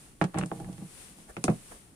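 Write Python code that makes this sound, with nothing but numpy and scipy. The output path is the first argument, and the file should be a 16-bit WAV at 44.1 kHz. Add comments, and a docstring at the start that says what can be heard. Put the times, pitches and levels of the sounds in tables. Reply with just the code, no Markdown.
"""A white plastic lid is set down on a bucket, scraped into place and let go; then the red lid of the next
bucket is gripped, snaps off its rim and bumps the tub once. Each contact excites decaying modes and a noisy
clatter; rubbing rims and brushing fingers are shaped noise, and slips of the hand drum on the white lid's modes.
A bright background hiss swells, fades and shifts in side. All is close, in a small dry room with a faint tail
and quiet air."""
import sys
import numpy as np
from scipy import signal
from scipy.fft import rfft, irfft
from scipy.io import wavfile

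SR = 44100
rng = np.random.default_rng(int(sys.argv[2]) if len(sys.argv) > 2 else 0)


def bounce(signal):
    """Save signal as a 16-bit WAV file at the path given by the first command-line argument."""
    frames = np.transpose(np.atleast_2d(signal))
    limited = np.clip(frames, -1, 1)
    pcm = np.round(limited * 32767).astype(np.int16)
    wavfile.write(sys.argv[1], SR, pcm)


N = 85995
T = np.arange(N) / SR
BAND_EDGES_HZ = 22 * 2 ** (np.arange(30) / 3)  # third octaves
BAND_CENTRES_HZ = np.sqrt(BAND_EDGES_HZ[1:] * BAND_EDGES_HZ[:-1])

# Likeness of left and right noise: (frequency [Hz], correlation [-1 to 1])
LIKENESS = [(60, 0.66), (200, 0.94), (350, 0.83), (750, 0.12), (1600, -0.07), (3000, 0.019), (9000, 0.034)]
# Room air: (frequency [Hz], relative level per band [dB])
AIR_TONE = [(25, -1.5), (55, -0.5), (95, -2), (160, 6), (300, 2.5), (600, -4.5), (1500, -8.5), (4000, -18),
            (9000, -15), (14000, -6)]
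AIR_DB = -58
ROOM_DB, ROOM_T60_S = -21.5, 0.33
# Background hiss that swells, fades and shifts in side: (time [s], level [dB], left-right difference [dB])
HISS = [(0, -55, -0.5), (.06, -56, 1), (.17, -64.5, 0), (.3, -61, 1), (.42, -60, 1), (.57, -54.5, -1),
        (.66, -58, -0.5), (.85, -56, 1.5), (1.01, -50, 5.5), (1.1, -53.5, 4), (1.152, -58, 4.5),
        (1.208, -55, 3), (1.26, -59, 3), (1.4, -58.5, 1), (1.53, -53, 0.5), (1.61, -54.5, 0.5),
        (1.66, -53.5, 2.5), (1.729, -52.5, 2), (1.83, -59, 4), (1.95, -64.5, 1.5)]
# Hiss spectrum: (frequency [Hz], relative level per band [dB])
HISS_TONE = [(200, -14.5), (600, -12.5), (1500, -7.5), (2800, -5), (4500, -6), (6200, -4), (8000, 0),
             (9700, 2.5), (11500, 1.5), (14500, -8)]
# The bucket rocks on the floor as the lid is pushed about: (time [s], level [dB])
RUMBLE = [(.21, -70), (.23, -60), (.29, -72), (.39, -64), (.46, -76), (.56, -59), (.64, -43), (.77, -57),
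          (.83, -63), (.9, -61)]
# Rumble spectrum: (frequency [Hz], relative level per band [dB])
RUMBLE_TONE = [(25, -12), (50, -2), (80, -17), (110, 15), (200, -6), (1000, -84)]

# Brushes of the fingers: (time [s], Gaussian width [s], noise level [dB], low bump level [dB])
BRUSHES = [(1.301, .011, -47.5, -48), (1.721, 0.0074, -46.5, -74), (1.755, 0.021, -56.5, -55)]
# Brush spectrum: (frequency [Hz], relative level per band [dB])
BRUSH_TONE = [(100, -18), (300, -2.5), (650, 3), (1000, -5), (1600, 0.5), (3000, -25), (9000, -2),
              (14000, -8)]
BUMP_HZ, BUMP_LAG_S, BUMP_WIDTH_S = 53, 0.0075, 0.013

# Rim rubbing on rim: (time [s], level [dB])
SCRAPE = [(.335, -59), (.346, -46.5), (.365, -47), (.385, -39.5), (.403, -50.5), (.414, -36), (.430, -43.5),
          (.45, -55.5), (.48, -75)]
# Scrape spectrum: (frequency [Hz], relative level per band [dB])
SCRAPE_TONE = [(60, -4), (170, -11.5), (320, 0.5), (500, -1.5), (1000, 5), (1700, 6), (2900, 4.5),
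               (4000, -34), (9000, -8), (14000, -39)]
GRIT_DB, GRIT_PER_S = 5.5, 440  # spread and rate of the friction's random unevenness
CATCHES_PER_S, CATCH_DB, FRICTION_DB = 500, -14.5, 2  # levels relative to the scrape curve

# The lid shifts under the hand: (time [s], level of the slips [dB])
SLIDE = [(.32, -95), (.35, -39), (.38, -25.5), (.42, -38.5), (.48, -52), (.55, -44.5), (.59, -42),
         (.68, -45.5), (.73, -48), (.77, -57.5), (.83, -46), (.90, -79), (1.1, -70), (1.16, -63.5),
         (1.28, -80)]
SLIPS_PER_S, SLIP_SPREAD_DB, SLIDE_SOFT_HZ = 390, 2, 227

# Red panel popping through as it comes free
POP_S, POP_HZ, POP_DB, POP_T60_S = 1.4428, 272, -11, .026

# Centres of a knock's thump, body, clack and tick: [Hz]
KNOCK_TONE_HZ = [170, 650, 1800, 7000]
# The white lid lands and rocks: (time [s], thump [dB], body [dB], clack [dB], tick [dB])
WHITE_KNOCKS = [(.2133, -21.5, -23.5, -21.5, -49.5), (.2205, -33.5, -30.5, -31, -46),
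                (.2408, -32, -37.5, -33, -42.5), (.3435, -36, -36, -38.5, -58),
                (.356, -29, -32.5, -68, -70), (.3858, -47, -33.5, -40.5, -35), (.410, -30, -55, -65, -62),
                (.428, -31.5, -35, -81, -55), (.4595, -63, -49, -64, -44.5), (.5152, -36, -32, -41.5, -65),
                (.600, -42.5, -40, -56, -55), (.645, -43, -55, -49, -65), (.688, -37, -49, -64, -62),
                (.728, -60, -67, -56.5, -54), (.780, -39.5, -65, -53, -60), (.816, -34, -54.5, -71, -73)]
# The red lid is touched, snaps free, bumps the tub: (time [s], thump [dB], body [dB], clack [dB], tick [dB])
RED_KNOCKS = [(1.185, -51, -59, -67, -60), (1.3668, -33, -40, -37.5, -53), (1.440, -30, -31, -36.5, -24),
              (1.4803, -17.5, -23, -27, -64), (1.4995, -34, -33, -44.5, -49), (1.512, -42, -36.5, -51, -68)]
# Modes of the white lid on its bucket: (frequency [Hz], relative level [dB], t60 [s])
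WHITE_MODES = [(127.2, -9.5, 0.17), (161, -4.5, 0.16), (180.5, 2, .12), (316, -1, 0.1), (413, -15, 0.12),
               (464, -7, 0.079), (683, -2, 0.044), (772.4, -2, 0.061), (809, -7.5, 0.081), (958, -8, 0.049),
               (1149, -2.5, 0.031), (1446, -14, 0.02), (1495, -12, 0.02), (1666, -11, 0.029)]
# Modes of the red lid on its bucket: (frequency [Hz], relative level [dB], t60 [s])
RED_MODES = [(124.5, -8, 0.16), (164.5, -1.5, 0.12), (211, -8.5, 0.17), (329.6, -5, 0.1), (387, -9.5, 0.13),
             (485, -9, 0.068), (549, -14, 0.19), (685, -5.5, 0.07), (742, -1.5, 0.051), (804, -23, 0.12),
             (1103, -6.5, 0.034), (1510, -32, 0.052), (2050, -22, 0.13), (2540, -1, 0.024)]
BUILD_CYCLES = 0.7  # time constant of a mode's build-up, in its own cycles
MODE_PAN_DB, MODE_SKEW_RAD_PER_KHZ = -2.0, 0.99  # left-right level; spread of left-right phase
# Crowded upper modes of the thin plastic: (frequency [Hz], relative level per band [dB])
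CLATTER = [(40, -35), (100, -30), (250, -9), (600, -13.5), (1200, -10.5), (2000, -10), (3000, -11),
           (4200, -14.5), (5500, -11.5), (9000, -10.5), (11000, -16.5), (14000, -46)]
# Clatter decay: (frequency [Hz], t60 [s])
CLATTER_T60 = [(100, 0.15), (600, 0.15), (1800, 0.063), (4000, 0.098), (9000, 0.082)]
# Extra strength of the first instant, most in the treble: (frequency [Hz], relative level [dB])
CRACK = [(500, 8), (1500, 2), (4000, 6), (9000, 8.5)]
CRACK_DB, CRACK_S = 2.5, 0.0012  # added to the crack table; time constant
CLACK_HZ, CLACK_DB, CLACK_T60_S = 1315, 8.5, 0.011  # level relative to the contact's clack
TICK_BAND_HZ, TICK_LAG_S = (7900, 8200), 0.00017
TICK_DB = 33  # impulse relative to the contact's tick, before the band filter
BASS_LAG_S, BASS_BELOW_HZ = 0.00719, 226.2  # the lid's low modes begin to sound a little after the rim is struck

MIC_PEAK_HZ, MIC_PEAK_ADDED_DB = 9190, -1.5  # presence peak: gain added to unity
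MIC_EDGE_HZ, MIC_TOP_DB, CUTOFF_HZ = 10900, -5.5, 15550  # step down, then steep cut


def from_db(db):
    """Decibel law: twenty decibels are a tenfold amplitude."""
    return 10 ** (np.asarray(db) / 20)


def rms_one(x):
    """Power normalisation: the mean square becomes one."""
    return x / np.sqrt(np.mean(x ** 2) + 1e-20)


def at_hz(points, hz):
    """Logarithmic pitch scale: a table is interpolated along log frequency."""
    table_hz, values = np.transpose(points)
    return np.interp(np.log(hz), np.log(table_hz), values)


def level(rows):
    """Amplitude envelope: gain follows a decibel curve and is silent outside it."""
    s, db = np.transpose(rows)[:2]
    inside = (T >= s[0]) * (T <= s[-1] + .01)
    return from_db(np.interp(T, s, db)) * inside


def panned(db):
    """Interaural level difference: half the decibels go to each side, with opposite sign."""
    return from_db(np.array([[.5], [-.5]]) * db)


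def bandpass(band_hz):
    """Band limitation: a second-order Butterworth design passes one range."""
    return signal.butter(2, band_hz, "band", fs=SR, output="sos")


def noise_bands():
    """Partial coherence: mid and side noises mix to a set left-right correlation in each third octave."""
    white = rng.standard_normal((2, 2, N + SR // 4))
    bands = []
    for k, hz in enumerate(BAND_CENTRES_HZ):
        # neighbouring bands use different noise; the filter's start is discarded
        mid, side = signal.sosfilt(bandpass(BAND_EDGES_HZ[k:k + 2]), white[k % 2])[:, -N:]
        alike = np.clip(at_hz(LIKENESS, hz), -1, 1)
        stereo = np.sqrt(1 + alike) * mid + np.sqrt(1 - alike) * side * [[1], [-1]]
        bands.append(rms_one(stereo))
    return np.array(bands)


def coloured(bands, tone):
    """Spectral weighting: noise bands sum to a given spectrum at unit power."""
    return rms_one(np.tensordot(from_db(at_hz(tone, BAND_CENTRES_HZ)), bands, 1))


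def ringing(t, hz, t60):
    """Damped resonance: a mode builds over a cycle or so, then decays exponentially."""
    return (1 - np.exp(-t * hz / BUILD_CYCLES)) * from_db(-60 * t / t60)


def air(bands):
    """Stationary noise: the room's air has a constant level and a fixed spectrum."""
    backwards = bands[:, :, ::-1]  # time reversed, so it does not copy the swelling hiss
    return from_db(AIR_DB) * coloured(backwards, AIR_TONE)


def room(x):
    """Diffuse reverberation: the source is convolved with decaying noise, different in each channel."""
    t = T[:SR // 2]
    tail = rng.standard_normal((2, len(t))) * from_db(-60 * t / ROOM_T60_S)
    tail = tail / np.linalg.norm(tail[0])
    return from_db(ROOM_DB) * signal.fftconvolve(x, tail, axes=1)[:, :N]


def swelling_hiss(bands):
    """Amplitude modulation: bright background noise swells and fades, and shifts in side."""
    s, _, pan_db = np.transpose(HISS)
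    return level(HISS) * panned(np.interp(T, s, pan_db)) * coloured(bands, HISS_TONE)


def rumble(bands):
    """Low-frequency noise: the bucket rocking on the floor swells and fades."""
    return level(RUMBLE) * coloured(bands, RUMBLE_TONE)


def brushes(bands):
    """Sliding contact: fingers make Gaussian noise bursts and nudge the tub into low swings."""
    rubbing = coloured(bands, BRUSH_TONE)
    out = 0
    for s, width, db, bump_db in BRUSHES:
        late = T - s - BUMP_LAG_S
        bump = np.sin(2 * np.pi * BUMP_HZ * late) * np.exp(-.5 * (late / BUMP_WIDTH_S) ** 2)
        burst = rubbing * np.exp(-.5 * ((T - s) / width) ** 2)
        out = out + from_db(db) * burst + from_db(bump_db) * bump
    return out


def scrape(bands):
    """Dry friction: two rims give unevenly modulated noise and random tiny catches."""
    grit = np.interp(T * GRIT_PER_S, np.arange(N), rng.standard_normal(N))
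    friction = rms_one(from_db(GRIT_DB * grit)) * coloured(bands, SCRAPE_TONE)
    catches = (rng.random(N) < CATCHES_PER_S / SR) * rng.standard_normal((2, N))
    catches = rms_one(signal.sosfilt(bandpass((1000, 3200)), catches + 1e-18))
    return level(SCRAPE) * (friction * from_db(FRICTION_DB) + catches * from_db(CATCH_DB))


def slide():
    """Stick-slip excitation: random soft jolts drum on the white lid's modes."""
    slips = (rng.random(N) < SLIPS_PER_S / SR) * rng.choice([-1, 1], N)
    slips = slips * from_db(SLIP_SPREAD_DB * rng.standard_normal(N))
    t = T[:SR // 4]
    body = 0
    for hz, db, t60 in WHITE_MODES:
        gain = from_db(db) / np.hypot(1, hz / SLIDE_SOFT_HZ)  # soft jolts excite less treble
        body = body + gain * ringing(t, hz, t60) * np.sin(2 * np.pi * hz * t)
    body = body / np.linalg.norm(body)
    drumming = signal.fftconvolve(rms_one(slips) * level(SLIDE), body)[:N]
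    return drumming * panned(MODE_PAN_DB)


def pop():
    """Snap-through: the released panel flips with a few damped swings."""
    t = np.maximum(T - POP_S, 0)
    return from_db(POP_DB) * ringing(t, POP_HZ, POP_T60_S) * np.sin(2 * np.pi * POP_HZ * t)


def tick(t, db):
    """Impulse response: a bright band-passed click reaches the right channel a little later."""
    impulse = np.sinc((t - np.array([[0], [TICK_LAG_S]])) * SR)
    return from_db(db + TICK_DB) * signal.sosfilt(bandpass(TICK_BAND_HZ), impulse)


def clack(t, db):
    """Heavily damped resonance: the rim gives a few fast swings right at the contact."""
    return from_db(db + CLACK_DB) * ringing(t, CLACK_HZ, CLACK_T60_S) * np.sin(2 * np.pi * CLACK_HZ * t)


def since_arrival(t, hz):
    """Frequency-dependent delay: the bass begins to sound after the treble."""
    return np.maximum(t - BASS_LAG_S / (1 + (hz / BASS_BELOW_HZ) ** 4), 0)


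def lid_modes(t, modes, tone):
    """Modal superposition: the lid rings as a sum of damped sines weighted by the knock's tone."""
    sound = np.zeros((2, len(t)))
    for hz, db, t60 in modes:
        late = since_arrival(t, hz)
        skew = rng.standard_normal() * MODE_SKEW_RAD_PER_KHZ * hz / 1000
        phase = np.array([[.5], [-.5]]) * skew
        gain = 2 * from_db(db + at_hz(tone, hz)) * panned(MODE_PAN_DB)
        sound += gain * ringing(late, hz, t60) * np.sin(2 * np.pi * hz * late + phase)
    return sound


def clatter(t, tone, bands):
    """High modal density: crowded upper modes merge into decaying noise with a stronger first instant."""
    sound = np.zeros((2, len(t)))
    pick = rng.integers(N - len(t))  # a random stretch of noise for each knock
    for hz, band in zip(BAND_CENTRES_HZ, bands):
        late = since_arrival(t, hz)
        crack = 1 + from_db(CRACK_DB + at_hz(CRACK, hz)) * np.exp(-late / CRACK_S)
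        gain = from_db(at_hz(CLATTER, hz) + at_hz(tone, hz)) * crack
        sound += gain * ringing(late, hz, at_hz(CLATTER_T60, hz)) * band[:, pick:pick + len(t)]
    return sound


def knocks(rows, modes, bands):
    """Impact excitation: each contact ticks, clacks, rings the lid's modes and clatters."""
    out = np.zeros((2, N))
    for s, *tone_db in rows:
        start = int(s * SR)
        t = T[:min(SR // 4, N - start)]
        tone = list(zip(KNOCK_TONE_HZ, tone_db))
        sound = tick(t, tone_db[-1]) + clack(t, at_hz(tone, CLACK_HZ))
        sound += lid_modes(t, modes, tone) + clatter(t, tone, bands)
        out[:, start:start + len(t)] += sound
    return out


def scene():
    """Linear superposition: lids, hand, bucket, room, background hiss and air add together."""
    contact, background = noise_bands(), noise_bands()
    lids = knocks(WHITE_KNOCKS, WHITE_MODES, contact) + knocks(RED_KNOCKS, RED_MODES, contact) + pop()
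    lids = lids + slide() + scrape(contact) + brushes(contact) + rumble(contact)
    return lids + room(lids) + swelling_hiss(background) + air(background)


def record(dry):
    """Transducer response: a small microphone has a treble peak, a weak top and a steep cut above."""
    hz = np.fft.rfftfreq(2 * N, 1 / SR)
    peak = 1 + from_db(MIC_PEAK_ADDED_DB) / (1 + ((hz - MIC_PEAK_HZ) / 700) ** 2)
    step = from_db(MIC_TOP_DB * .5 * (1 + np.tanh((hz - MIC_EDGE_HZ) / 600)))
    heard = irfft(rfft(dry, 2 * N) * peak * step)[:, :N]
    steep_cut = signal.ellip(12, .1, 90, CUTOFF_HZ, fs=SR, output="sos")
    return signal.sosfilt(steep_cut, heard)


dry = scene()
out = record(dry)
bounce(out)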